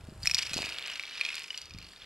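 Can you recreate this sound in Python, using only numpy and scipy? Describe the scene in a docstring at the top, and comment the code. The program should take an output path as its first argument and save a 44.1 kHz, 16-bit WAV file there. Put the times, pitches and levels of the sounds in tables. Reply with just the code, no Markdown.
"""Outdoors, a curtain of strung plastic bottle caps is pushed aside. Near caps knock together and ring
with sharp clacks, while hundreds more touch and rub in a clatter that slowly settles.
Caps and puffs of air bump the microphone and a hand brushes it, over a light wind rumble and a faint hiss.
Everything passes through a short, repeating echo that makes it flutter."""
import sys
import numpy as np
from scipy import signal
from scipy.fft import rfft, irfft, next_fast_len
from scipy.io import wavfile
from scipy.ndimage import uniform_filter1d

SR = 44100
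rng = np.random.default_rng(int(sys.argv[2]) if len(sys.argv) > 2 else 0)


def unload_wav(signal):
    """Save mono or channel-first audio to the path in sys.argv[1] as 16-bit WAV at rate SR, clipped to [-1, 1]."""
    wavfile.write(
        sys.argv[1],
        SR,
        np.round(np.clip(np.atleast_2d(signal).T, -1, 1) * 32767).astype(np.int16),
    )


N = 90404
TIME = np.arange(N) / SR
KNOCK_T60_S, SNAP_T60_S = 0.022, 0.018   # t60 is the time a sound takes to fade by 60 dB

# tone colour of the plastic's low knock, high knock and bright snap: f/Hz, relative level/dB
LOW_KNOCK_COLOUR = [(300, -17.5), (800, -14), (1400, -5), (2000, -1.5), (2500, -2.5), (3200, -0.5),
                    (3800, -1), (4600, -23)]
HIGH_KNOCK_COLOUR = [(3000, -21.5), (3900, -5.5), (4600, 5), (5300, -4), (6000, -4), (6600, -9),
                     (7600, -21)]
BRIGHT_SNAP_COLOUR = [(5400, -29), (6600, 1), (7600, 6), (8700, 4), (10000, 1), (12000, -3.5),
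                      (13200, -5.5), (14500, -22.5)]


def from_db(db):
    """Turn decibels into a factor to multiply a sound by."""
    return 10 ** (np.asarray(db) / 20)


def level_curves(rows):
    """Join rows of (t/s, level/dB, ...) into one gain curve for each level column."""
    times, *columns = np.transpose(rows)
    return [from_db(np.interp(TIME, times, db)) for db in columns]


def coloured(x, colour):
    """Filter a sound so that its tone follows (f/Hz, level/dB) points."""
    size = 2 * next_fast_len(len(x))
    hz, db = np.transpose(colour)
    grid = np.maximum(np.arange(size // 2 + 1) * SR / size, 1)
    roll_off = np.minimum(grid / hz[0], 1) * np.minimum(hz[-1] / grid, 1) ** 2
    response = roll_off * from_db(np.interp(np.log(grid), np.log(hz), db))
    # minimum phase: nothing comes out of the filter before the sound goes in
    cepstrum = irfft(np.log(response))
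    cepstrum[1:size // 2] *= 2
    cepstrum[size // 2 + 1:] = 0
    return irfft(rfft(x, size) * np.exp(rfft(cepstrum)))[:len(x)]


def noise(colour):
    """Steady noise of a given tone colour, with an average (rms) level of 1."""
    x = coloured(rng.standard_normal(N), colour)
    return x / np.sqrt(np.mean(x ** 2) + 1e-20)


def decay(t60, rise_s=0.000096):
    """The loudness of one hit: a quick rise, then a smooth fall."""
    t = TIME[:2048]
    return (1 - np.exp(-t / rise_s)) * np.exp(-np.log(1000) * t / t60)


def ring(hz, t60):
    """One clear tone of a cap: it builds up as the shell takes the blow, then dies away."""
    shape = decay(t60, rise_s=0.00042)
    return shape * np.sin(2 * np.pi * hz * TIME[:len(shape)])


def knock(colour, t60):
    """Many close tones struck at once, which blur into a burst of noise."""
    shape = decay(t60)
    return coloured(shape * rng.standard_normal(len(shape)), colour)


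def at_level(x, db, window_s=.005):
    """Give a short sound the energy of that level held for window_s."""
    return x * from_db(db) * np.sqrt(window_s * SR / np.sum(x ** 2))


def add(out, start_s, x):
    """Mix a sound in at a given time."""
    i = max(int(start_s * SR), 0)
    out[i:i + len(x)] += x[:N - i]


def evened(x):
    """Hold the running average level at 1, leaving single clicks standing out."""
    return x / np.sqrt(np.abs(uniform_filter1d(x ** 2, size=1500)) + 1e-12)


def wind(air_db=-63.5):
    """Gusts rumble against the microphone over the steady rush of the open air."""
    # strength of the gusts: t/s, level/dB
    gust_levels = [(0, -51.5), (.1, -54.5), (.21, -47.5), (.29, -60), (.45, -57.5), (.6, -54), (.7, -70),
                   (1.1, -76.5), (1.56, -78), (1.62, -64), (1.73, -55), (1.81, -56.5), (1.9, -70),
                   (2.03, -63.5)]
    # tone colour of the rumble and of the air: f/Hz, relative level/dB
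    rumble_colour = [(20, -17), (45, 2.5), (90, 6.5), (150, -5), (250, -17), (450, -26), (1000, -57),
                     (3000, -56)]
    air_colour = [(30, 4), (150, 2.5), (400, 6), (800, 1.5), (1300, 6.5), (3000, -13), (5000, -16),
                  (8000, -12.5), (12000, -21), (13500, -32)]
    gusts, = level_curves(gust_levels)
    return gusts * noise(rumble_colour) + from_db(air_db) * noise(air_colour)


def hiss(level_db=-74.5):
    """A faint, high hiss, separate for left and right."""
    # tone colour of the hiss: f/Hz, relative level/dB
    hiss_colour = [(1500, -3), (4000, 5), (8000, -1), (12000, 7), (13000, -22)]
    return from_db(level_db) * np.array([noise(hiss_colour), noise(hiss_colour)])


def clatter(pitch_count=24, touches_per_s=520, spread_db=4, ring_t60_s=0.025):
    """Hundreds of caps touch at random, ringing and knocking, and rub as they slide past each other."""
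    # rise and fall of the clatter: t/s, low level/dB, high level/dB, snap level/dB
    clatter_levels = [(0, -61, -66, -65.5), (0.19, -68, -66.5, -63.5), (0.25, -43.5, -45.5, -47),
                      (0.33, -51.5, -47, -51.5), (0.39, -34.5, -40, -46), (0.45, -44, -44, -53),
                      (0.51, -42.5, -55, -54), (0.55, -41.5, -37.5, -46.5), (0.66, -40.5, -48.5, -52),
                      (0.76, -43, -53, -58), (0.81, -45.5, -53.5, -60), (0.89, -39, -51, -57.5),
                      (0.97, -45, -51, -56.5), (1.06, -48, -54.5, -62.5), (1.15, -42, -45.5, -57.5),
                      (1.24, -42, -49, -57), (1.36, -42.5, -46.5, -52.5), (1.45, -54.5, -58.5, -59.5),
                      (1.59, -50.5, -49, -58), (1.68, -59, -63, -83), (1.76, -57, -65, -77),
                      (1.82, -54, -54.5, -74), (1.9, -56.5, -60.5, -57.5), (1.98, -58.5, -58, -74),
                      (2.03, -49, -53.5, -64.5)]
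    low, high, snap = level_curves(clatter_levels)
    touches = rng.random(N) < touches_per_s / SR
    touches = touches * from_db(spread_db * np.minimum(rng.exponential(1, N), 4))
    struck_cap = rng.integers(0, pitch_count, N)
    out = np.zeros(N)
    # ring_db, knock_db and rub_db are added to the table's levels
    for gain, range_hz, ring_db in ((low, (2263, 3082), -8.5), (high, (4022, 5530), -6)):
        pitches = rng.permutation(np.geomspace(*range_hz, pitch_count))
        rings = sum(signal.oaconvolve(touches * (struck_cap == cap), ring(hz, ring_t60_s))[:N]
                    for cap, hz in enumerate(pitches))
        out += gain * from_db(ring_db) * evened(rings)
    touch_energy = signal.oaconvolve(touches ** 2, decay(SNAP_T60_S) ** 2)[:N]
    touch_shape = np.sqrt(np.abs(touch_energy))
    for gain, colour, knock_db, rub_db in ((low, LOW_KNOCK_COLOUR, -7, -9),
                                           (high, HIGH_KNOCK_COLOUR, -10.5, -11.5),
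                                           (snap, BRIGHT_SNAP_COLOUR, -5.5, -12.5)):
        knocks = evened(coloured(touch_shape * rng.standard_normal(N), colour))
        out += gain * (from_db(knock_db) * knocks + from_db(rub_db) * noise(colour))
    return out


def bumps(fade_cycles=2.4):
    """Caps and puffs of air bump the microphone: each is a dull swing of pressure that soon dies."""
    # bumps on the microphone: t/s, peak level/dB, f/Hz
    thumps = [(.020, -52, 640), (0.037, -40.5, 90), (0.086, -33.5, 190), (.121, -41, 256), (.238, -34, 105),
              (0.311, -41.5, 92), (0.343, -43, 104), (0.514, -36.5, 152), (.539, -35.5, 546),
              (0.563, -27.5, 223), (.577, -32, 630), (.589, -25, 675), (1.746, -35.5, 130),
              (1.762, -39, 95.5)]
    out = np.zeros(N)
    for start_s, db, hz in thumps:
        cycles = hz * TIME[:N // 10]
        shape = cycles ** 2 * np.exp(-2 * np.log(1000) * cycles / fade_cycles)
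        swing = shape * np.sin(2 * np.pi * cycles)
        add(out, start_s, from_db(db) * swing / np.abs(swing).max())
    return out


def clacks(hard_from_db=-34.5, overtone_ratio=1.7):
    """Near caps hit each other: each rings with its own tones over a dull knock and a bright snap."""
    # hits and their three tones, with the base levels that each part below is set from:
    # t/s, low f/Hz, low level/dB, high f/Hz, high level/dB, top f/Hz, top level/dB, ring t60/s
    hits = [(.096,2800,-61,4630,-58,7400,-72,0.0072), (0.2312,2750,-56,4750,-37.5,7700,-50,0.0099),
            (0.2351,2170,-71,4730,-37,7400,-55,0.0078), (0.257,2060,-32.5,5530,-38,7500,-38,0.0062),
            (0.2642,2390,-50,4920,-32,7300,-50,.008), (0.2723,2480,-22.5,5440,-19,7670,-35,0.018),
            (0.2968,2600,-38.5,5300,-43,7800,-59,0.0062), (0.2998,2370,-36,5540,-45,7600,-54,.008),
            (.3455,3750,-34.5,4960,-18,8800,-35.5,0.0043), (0.3488,3720,-48,4560,-24.5,7100,-42.5,0.0047),
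            (0.3515,3850,-38,4420,-39,7500,-57,.007), (0.3683,2200,-39,5670,-39,7900,-58,0.0073),
            (0.3753,2570,-46,5070,-44,7450,-60,0.006), (0.3815,3760,-35,4270,-33,7700,-46,.006),
            (0.3888,2400,-35.5,4970,-40,7900,-47,0.0022), (0.391,2550,-29,4200,-42,8500,-45,0.005),
            (.4027,3000,-59,5240,-57,7500,-67,0.014), (0.4947,2680,-39.5,5000,-42,7400,-51,0.0059),
            (.512,2920,-57,3930,-50,7460,-64,.007), (0.532,2550,-44,4330,-40,8600,-47.5,.006),
            (0.5336,2510,-34,4130,-34,7850,-41,0.024), (0.5408,4000,-37.5,6470,-32,7960,-44,0.0096),
            (.568,2680,-38,4840,-34,7300,-55,0.0097), (.5792,3000,-35,4980,-32,7130,-47,.01),
            (0.5893,2570,-37.5,3880,-40.5,7540,-55,0.014), (0.6208,2700,-36,4280,-41,8600,-47,0.0061),
            (.6295,2450,-35,4170,-52,7400,-54,0.0066), (0.64,2440,-34,4240,-57,8940,-66,0.015),
            (0.6493,2640,-35.5,6360,-44,7300,-56,0.0096), (.657,2480,-40,4700,-38,7000,-49,.008),
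            (0.6914,2460,-39,5140,-43,7660,-49,0.014), (.7227,2870,-37,4290,-44.5,7750,-64,0.0092),
            (.7687,2280,-45,4300,-58,8570,-71,.008), (0.7849,3450,-33.5,4030,-38,7700,-50,0.0069),
            (0.7945,2320,-40,4050,-58,7340,-52,0.012), (0.8098,2450,-53,4130,-55,7060,-61,0.0063),
            (0.8404,2780,-39,4350,-53,7130,-65,.008), (0.854,2890,-40,4410,-56,8300,-66,0.0087),
            (0.8599,2530,-43,5030,-39.5,8000,-63,0.013), (.874,2230,-44,3950,-46,7840,-47,0.0045),
            (.8806,2530,-36,4440,-46,7000,-59,0.0079), (0.8993,2890,-38,4180,-58,7280,-54,0.011),
            (.916,2950,-40,4300,-45,9190,-65,.009), (0.9268,2480,-41,4220,-62,8030,-72,0.0083),
            (.9346,2700,-48,5530,-42.5,7920,-66,0.013), (.957,2550,-38,3900,-39.5,9100,-58,0.0048),
            (0.9706,2430,-46,4160,-57,7300,-71,0.0067), (0.9958,2300,-31,5100,-45,6900,-55,0.0087),
            (1.0265,2410,-51,4000,-44.5,11390,-56.5,.007), (1.0535,3490,-43.5,4080,-44.5,7750,-65,0.0077),
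            (1.0794,2710,-49,4270,-45.5,7240,-74,0.011), (1.0956,2710,-47,4000,-45,7060,-65,0.012),
            (1.127,2980,-45,5430,-58,7280,-71,0.01), (1.159,3080,-54,5190,-47,7130,-67,.008),
            (1.1791,2360,-42,4050,-43.5,8660,-69,0.0059), (1.1843,2670,-45,4700,-48,8870,-67,.008),
            (1.205,2380,-42,4400,-43,6800,-60,0.013), (1.2113,2454,-22.5,4150,-30.5,9430,-45.5,0.018),
            (1.2258,2440,-39.5,4360,-52,8140,-64,0.013), (1.243,2150,-45,4300,-45,7130,-63,0.01),
            (1.25,3280,-33,5440,-37,7400,-55,0.0072), (1.263,2540,-33.5,4100,-42,10570,-53,0.0079),
            (1.288,2590,-31.5,4060,-47,7450,-58,0.013), (1.3038,2180,-35.5,4000,-50,9350,-63,0.01),
            (1.344,2560,-42,3940,-41.5,7040,-64,0.0034), (1.3538,2700,-41,4400,-37.5,7120,-43,0.0094),
            (1.3672,3550,-41.5,4800,-44,7490,-59,0.006), (1.38,2900,-39,4300,-40,8250,-62,0.0055),
            (1.3997,2710,-42,4950,-52,7170,-65,0.0073), (1.439,2450,-48,5350,-45,8700,-67,0.0073),
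            (1.4427,2550,-41.5,6700,-49,7300,-67,0.0052), (1.5045,2950,-31,4800,-39.5,7130,-69,0.025),
            (1.5298,2150,-49,5000,-62,7210,-59,.008), (1.5421,3500,-46.5,3920,-53,6910,-71,.008),
            (1.576,2700,-43,4560,-40,7400,-49,0.0044), (1.5759,2800,-55,5780,-38.5,9200,-52,0.016),
            (1.5835,3250,-46,4240,-46,9410,-67,0.0064), (1.639,2730,-61,5060,-51,6800,-70,.012),
            (1.6467,3640,-58,4700,-56,8720,-74,0.0092), (1.7074,2480,-46.5,5260,-48,8270,-65,0.023),
            (1.737,3640,-51.5,4940,-47,7300,-68,0.012), (1.786,2330,-51,4450,-45.5,7370,-55,.008),
            (1.802,2580,-63,4130,-52,7040,-70,.014), (1.8146,2820,-49.5,4840,-62,8030,-70,0.018),
            (1.831,2790,-52,4130,-62,8270,-73,0.018), (1.844,3350,-66,4510,-50,7200,-77,0.024),
            (1.9196,3470,-57,4500,-56,7710,-77,.014), (1.934,1810,-54.5,4600,-53.5,8600,-72,0.0088),
            (1.9622,3700,-51.5,3970,-58,7020,-71,0.019), (2.0195,3480,-46,4670,-63,7020,-71,0.013)]
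    out = np.zeros(N)
    for start_s, low_hz, low_db, high_hz, high_db, top_hz, top_db, t60 in hits:
        knock_cut_db = 0.44 * max(low_db - hard_from_db, 0)   # hard blows ring more and thud less
        rings = (at_level(ring(low_hz, t60), low_db)
                 + at_level(ring(high_hz, t60), high_db - 1.6)
                 + at_level(ring(top_hz, t60 / 2), top_db - 2)
                 + at_level(ring(top_hz * overtone_ratio, t60 / 2), top_db - 8))
        knocks = (at_level(knock(LOW_KNOCK_COLOUR, KNOCK_T60_S), low_db - 9.5 - knock_cut_db)
                  + at_level(knock(HIGH_KNOCK_COLOUR, KNOCK_T60_S), high_db - 4 - knock_cut_db))
        snap = at_level(knock(BRIGHT_SNAP_COLOUR, SNAP_T60_S), top_db - 3)
        add(out, start_s, rings + knocks + snap)
    return out


def hand_brush():
    """A hand passes the microphone with a soft, dull rub that swells and fades."""
    # strength of the rub: t/s, level/dB
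    rub_levels = [(.5, -64.5), (.575, -51.5), (.62, -57), (.68, -57), (.85, -63.5), (1.0, -93)]
    # tone colour of the rub: f/Hz, relative level/dB
    rub_colour = [(150, -9.5), (350, -0.5), (700, 2.5), (1100, -5), (1800, -4)]
    gain, = level_curves(rub_levels)
    return gain * noise(rub_colour)


def scene():
    """Mix everything in stereo; the caps reach the right side one sample before the left."""
    caps_right = clacks() + clatter()
    caps_left = np.pad(caps_right, (1, 0))[:N]
    return np.array([caps_left, caps_right]) + hiss() + bumps() + hand_brush() + wind()


def record(dry):
    """An echo feeds back into itself, repeating everything ever fainter; the highest treble is cut."""
    echo_s, feedback, cutoff_hz = .04, .5, 14800
    out, lag = dry.copy(), round(echo_s * SR)
    for i in range(lag, N, lag):
        out[:, i:i + lag] += feedback * out[:, i - lag:i][:, :N - i]
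    low_pass = signal.cheby2(12, 70, cutoff_hz, fs=SR, output="sos")
    return signal.sosfilt(low_pass, out)


dry = scene()
out = record(dry)
unload_wav(out)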